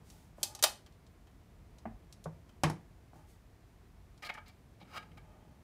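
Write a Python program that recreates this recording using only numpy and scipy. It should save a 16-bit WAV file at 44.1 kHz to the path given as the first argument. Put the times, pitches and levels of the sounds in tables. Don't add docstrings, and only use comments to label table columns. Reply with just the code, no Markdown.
import sys
import numpy as np
from scipy import signal
from scipy.io import wavfile

SR = 44100
rng = np.random.default_rng(int(sys.argv[2]) if len(sys.argv) > 2 else 0)


def to_wav(sig):
    pcm = np.clip(np.atleast_2d(sig), -1, 1) * 32767
    pcm = np.round(pcm).astype(np.int16)
    wavfile.write(sys.argv[1], SR, pcm.T)


N = 248524


def amp(db):
    return 10 ** (np.asarray(db) / 20)


def unit(x):
    return x / np.sqrt(np.sum(x ** 2) + 1e-20)


def look_up(points, hz):
    row_hz, value = np.transpose(points)
    return np.interp(np.log(hz + 1), np.log(row_hz), value)


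def add(mix, start, sound):
    part = mix[max(round(start * SR), 0):][:len(sound)]
    part += sound[:len(part)]


def seconds():
    return np.arange(SR // 2) / SR


def coloured(x, points, size=4096):
    log_gain = np.log(amp(look_up(points, abs(np.fft.fftfreq(size, 1 / SR)))))
    taps = np.fft.ifft(np.exp(np.conj(signal.hilbert(log_gain)))).real
    return signal.fftconvolve(x, unit(taps[:size // 2]))[:len(x)]


def cut(x, hz, kind="low", order=2):
    return signal.sosfilt(signal.butter(order, min(hz, .45 * SR), kind, fs=SR, output="sos"), x)


def fade(t, t60):
    return np.exp(-np.log(1000) * t / t60)


def ring(tones):
    t = seconds()
    return unit(sum((-1) ** k * amp(db) * fade(t, t60) * np.sin(2 * np.pi * hz * t)
                    for k, (hz, db, t60) in enumerate(tones)))


def swelling_tone(hz, swell_s, t60):
    t = seconds()
    return unit(np.sin(2 * np.pi * hz * t) * (1 - fade(t, swell_s)) * fade(t, t60))


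def blow(colour, t60, crack_db):
    t = seconds()
    wash = unit(rng.standard_normal(len(t)) * fade(t, t60))
    wash[0] += amp(crack_db)
    return unit(coloured(wash, colour))


def friction(loudness, grain_db=4):
    size, spread = rng.standard_normal((2, len(loudness)))
    return loudness * unit(size * amp(grain_db * spread)) * np.sqrt(len(loudness))


# frequency in Hz, relative level in dB.
AIR_COLOUR = [(12, -39.5), (20, -11.5), (38, -3.5), (90, -3), (140, -12), (465, -21), (534, -27),
              (705, -21), (834, -28), (906, -25.5), (1410, -30.5), (2150, -31.5), (3000, -36.5),
              (13100, -45.5), (15500, -47)]
RUMBLE_COLOUR = [(25, -20), (70, -4.5), (160, 0), (300, -12.5), (700, -19.5), (2000, -44), (8000, -64)]
# time in seconds, relative level in dB, that of its deep part in dB.
RUMBLE_LEVELS = [(0.0, -59.5, -68), (0.38, -62, -69.5), (1.18, -64.5, -70), (1.96, -59.5, -60.5),
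                 (2.46, -62, -72.5), (4.03, -67.5, -64.5), (4.74, -62, -81), (4.96, -56, -77),
                 (5.64, -62, -67)]

def background():
    air, hand, sway = rng.standard_normal((3, N))
    times, *levels = np.transpose(RUMBLE_LEVELS)
    rumble_gain, deep_gain = (amp(np.interp(np.arange(N) / SR, times, db)) for db in levels)
    room = cut(coloured(air, AIR_COLOUR), 33, "high")
    rumble = rumble_gain * coloured(hand, RUMBLE_COLOUR)
    sway = cut(cut(sway, 54, order=4), 36, "high", order=4)
    deep = deep_gain * unit(sway) * np.sqrt(N)
    return amp(-60) * room + amp(-3) * rumble + amp(4) * deep


# frequency in Hz, fade time in seconds.
ROOM_FADES = [(150, 0.51), (700, 0.29), (2000, .29), (5000, 0.25), (10000, 0.25), (15000, 0.2)]

def echoes(size=256):
    hz, t, bands = signal.stft(rng.standard_normal(SR // 2), SR, nperseg=size)
    bands = bands * fade(t, look_up(ROOM_FADES, hz)[:, None])
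    tail = signal.istft(bands, SR, nperseg=size)[1][:SR // 2]
    return unit(tail * (1 - fade(seconds(), 0.0056)))


def workshop(x, count=4, shimmer_hz=28.13):
    turn = shimmer_hz * np.arange(N) / SR
    feeds = (np.sqrt(2 / count) * np.cos(np.pi * (2 * turn + k / count)) for k in range(count))
    return sum(signal.fftconvolve(x * feed, echoes())[:N] for feed in feeds)


# pitch in Hz, relative level in dB, fade time in seconds.
COVER_TONES = [(282, -15.5, 0.18), (290, -12, .16), (367.8, -9.5, .2), (404, -22.5, .14), (610, -1, 0.12),
               (642, -6.5, 0.055), (784.7, -2, .14), (838, -7, 0.21), (897, -5, .12), (990, -6.5, 0.082),
               (1116, -5.5, 0.031), (1208, -3.5, 0.072), (1444, -5.5, 0.042), (1513, -7.5, 0.084),
               (1670, -8.5, 0.065), (1836, -11, 0.19), (2250, -15.5, 0.034), (2564, -6.5, 0.19),
               (3030, -2, 0.11), (3190, 2, .07), (3250, -7.5, 0.026)]

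def cover_ring():
    return ring(COVER_TONES)


# pitch in Hz, relative level in dB, fade time in seconds.
HOLLOW_TONES = [(726, -15, .6), (810, -4, 0.4), (860, 7.5, 0.4), (910, -2.5, 0.18), (1235, 4.5, 0.22)]

def hollow_ring():
    return ring(HOLLOW_TONES)


# frequency in Hz, relative level in dB.
HISS_COLOUR = [(300, -27), (2500, -2), (4200, -1.5), (8000, -0.5), (12000, -5), (15500, -6)]

def hiss(rub):
    return coloured(rub, HISS_COLOUR)


# start in seconds, length in seconds, hiss level in dB, panel level in dB.
BRUSHES = [(0.019, 0.32, -70, -72), (0.353, 0.3, -68.5, -60), (3.126, 0.14, -76.5, -65),
           (3.261, 0.13, -73, -90.5), (5.151, 0.54, -91, -67.5)]

def fingers(swell_share=.27):
    out = np.zeros(N)
    panel = unit(cover_ring() + amp(-4) * hollow_ring())
    for start, length, hiss_db, panel_db in BRUSHES:
        stroke = np.interp(seconds() / length, [0, swell_share, 1], [0, 1, 0])
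        rub = friction(stroke)
        murmur = cut(signal.fftconvolve(rub, panel)[:len(rub)], 1300)
        add(out, start, amp(hiss_db) * hiss(rub) + amp(panel_db) * murmur)
    return out


# pitch in Hz, relative level in dB, fade time in seconds.
HINGE_TONES = [(595, -3.5, 0.07), (720, -1.5, 0.078), (876, -3, 0.095), (1181, -3.5, 0.041),
               (1238, 8, 0.035), (1620, -6, 0.22), (1773, -3.5, 0.054), (2150, 5.5, 0.025),
               (2270, -1, 0.067), (2299, 6.5, 0.05), (2890, 8, 0.015), (2900, -20, 0.042),
               (3134, 2.5, 0.014), (3280, 0, 0.037), (3780, -1, 0.026), (4250, -2.5, 0.029),
               (4780, 0, 0.016), (4970, 5, 0.019)]
# frequency in Hz, relative level in dB.
RASP_COLOUR = [(100, -21), (400, -13), (750, 6), (1250, -3.5), (1750, -2), (2250, 6), (2650, 0.5),
               (4400, 2), (5600, -4), (15000, -60)]

def scrape(loudness, top_hz, squeak_hz, squeak_cycles=11):
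    t = seconds()
    detune = 1 + 0.0039 * rng.standard_normal(len(HINGE_TONES))
    tones = [(hz * shift, db, t60) for (hz, db, t60), shift in zip(HINGE_TONES, detune)]
    body = ring(tones) + amp(-12.5) * hollow_ring()
    contact = ring([(squeak_hz, 0, squeak_cycles / squeak_hz)])
    drag, chatter, rasp = (friction(loudness) for _ in range(3))
    ringing = signal.fftconvolve(drag, body)[:len(t)]
    squeak = signal.fftconvolve(chatter, contact)[:len(t)]
    rub = ringing + amp(-0.5) * squeak + amp(-4.5) * coloured(rasp, RASP_COLOUR)
    hiss_db = -17 + 10.5 * np.log2(top_hz / 6140)
    return amp(-7.5) * cut(rub, top_hz) + amp(hiss_db) * hiss(rasp)


# start in seconds, length in seconds, relative level in dB,
# treble limit in Hz, squeak pitch in Hz.
SLIPS = [(4.2218, 0.019, -46.5, 5230, 2300), (4.245, 0.028, -45.5, 6340, 4140),
         (4.2897, 0.013, -36.5, 2900, 2190), (4.346, 0.011, -47.5, 2480, 1800),
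         (4.372, 0.014, -45, 2120, 1330), (4.458, 0.044, -61.5, 5200, 4580),
         (4.799, 0.031, -61, 4600, 3870), (5.024, 0.0091, -57, 4000, 3000), (5.114, .006, -61, 3450, 2900),
         (5.1708, 0.011, -53, 4300, 870)]
# time in seconds, relative level in dB.
DRAG_LEVELS = [(4.84, -75), (4.925, -57), (4.95, -48.5), (4.979, -40), (5.005, -86), (5.06, -78)]

def hinge(rise_s=0.0028, fall_s=0.0057):
    out, t = np.zeros(N), seconds()
    for start, length, db, top_hz, squeak_hz in SLIPS:
        slip = np.clip(np.minimum(t / rise_s, 1 + (length - t) / fall_s), 0, 1)
        add(out, start, scrape(amp(db) * slip, top_hz, squeak_hz))
    times, levels = np.transpose(DRAG_LEVELS)
    now = times[0] + t
    drag = amp(np.interp(now, times, levels)) * (now < times[-1])
    add(out, times[0], scrape(drag, top_hz=5300, squeak_hz=1280))
    return out


# frequency in Hz, relative level in dB.
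COVER_COLOUR = [(30, -3.5), (90, -1), (200, 2.5), (450, -2.5), (850, -1), (1400, -8.5), (2000, -7),
                (2600, -11), (5500, -18), (8500, -26.5), (15000, -21.5)]

def panel_hit(t60, crack_db, ring_db):
    return blow(COVER_COLOUR, t60, crack_db) + amp(ring_db) * cover_ring()


# pitch in Hz, relative level in dB, fade time in seconds.
FLEX_TONES = [(104, 1.5, .38), (185.1, -4, 0.23), (324, 3, .14), (417, 0, 0.02)]
# start in seconds, level in dB, treble limit in Hz, boom pitch in Hz,
# the boom's share in dB, clack pitch in Hz.
KNOCKS = [(0.3826, -31.5, 1500, 150, -4, 616), (0.412, -35, 920, 161, -6, 620),
          (1.855, -17.5, 1708, 224.4, 1.5, 680), (2.258, -15.5, 1340, 160, 1.5, 558),
          (2.6355, -3.5, 6970, 156, 2, 803), (2.641, -5.5, 2640, 155.5, -13, 1085),
          (2.669, -13.5, 1800, 155, -6, 402), (2.7001, -15.5, 2280, 150, -9, 846),
          (3.133, -32, 1300, 156.7, -5, 785), (3.157, -36.5, 1170, 151.4, 0, 768),
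          (4.815, -34, 1515, 174.6, 4.5, 800)]

def knocks(boom_cycles=43):
    out, flex = np.zeros(N), ring(FLEX_TONES)
    for start, db, top_hz, boom_hz, boom_db, clack_hz in KNOCKS:
        panel = cut(panel_hit(t60=0.098, crack_db=-7, ring_db=-18.5), top_hz, order=4)
        boom = swelling_tone(boom_hz, swell_s=0.051, t60=boom_cycles / boom_hz)
        clack = swelling_tone(clack_hz, swell_s=.0087, t60=.021)
        knock = panel + amp(boom_db) * boom + amp(-5.5) * clack + amp(-6) * flex
        add(out, start, amp(db) * knock)
    return out


# pitch in Hz, relative level in dB, fade time in seconds.
CATCH_TONES = [(3520, 3, 0.11), (3664, -2, .2), (5070, -3, .18), (4932, -1, .17), (5110, 4, 0.2),
               (5200, -5, .18), (5630, -1.5, 0.11), (5740, -5.5, 0.12), (6117, -3, 0.24), (6456, -3, .16),
               (6638, -8, 0.19), (6600, -5, 0.22), (7410, -2, 0.13)]
# frequency in Hz, relative level in dB.
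CATCH_COLOUR = [(100, -36), (400, -13.5), (1200, -21.5), (2300, -12), (3100, -4), (3800, 2), (6500, 1),
                (8000, -2), (10500, -3.5), (15500, -10.5)]

def click(db, cover_db):
    top_hz = 13000 * 2 ** (db / 75 - cover_db / 46)
    contact = blow(CATCH_COLOUR, t60=.05, crack_db=-9)
    snap = cut(contact + amp(-20) * ring(CATCH_TONES), top_hz, order=3)
    panel = cut(panel_hit(t60=.07, crack_db=-15.5, ring_db=-2.5), 480, "high", order=4)
    return amp(db) * (snap + amp(cover_db) * panel)


# start in seconds, level in dB, the cover's share in dB.
CLICKS = [(.1013, -35, -19), (.431, -5, -18), (0.5501, -22.5, -11), (.591, -31, -2.5), (.6263, -3.5, -10.5),
          (.638, 2.5, -5), (.863, -40.5, 0.5), (1.271, -51.5, 7), (1.7839, -40, -6), (2.1258, -32.5, -17.5),
          (2.2411, -33.5, -19.5), (2.492, -46.5, 5.5), (2.635, -13, -3), (2.6985, -25.5, -17),
          (4.3398, -36, -10.5), (4.481, -40.5, -43)]

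def catch(ticks_per_s=1.5, tick_range_db=7):
    out = np.zeros(N)
    for start, db, cover_db in CLICKS:
        add(out, start, click(db, cover_db))
    chance, softness = rng.random((2, N))
    ticks = (chance < ticks_per_s / SR) * amp(-tick_range_db * softness)
    return out + signal.oaconvolve(ticks, click(db=-45, cover_db=-4))[:N]


def scene():
    near = catch() + knocks() + hinge() + fingers()
    echo = workshop(cut(near, 250, "high"))
    return (amp(3.5) * near + amp(-7) * echo + background())[None]


def record(dry):
    thinned = cut(dry, 37, "high", order=6)
    treble_cut = signal.firwin(511, 15650, window=("kaiser", 8), fs=SR)
    return signal.oaconvolve(thinned, treble_cut[None], "same")


dry = scene()
out = record(dry)
to_wav(out)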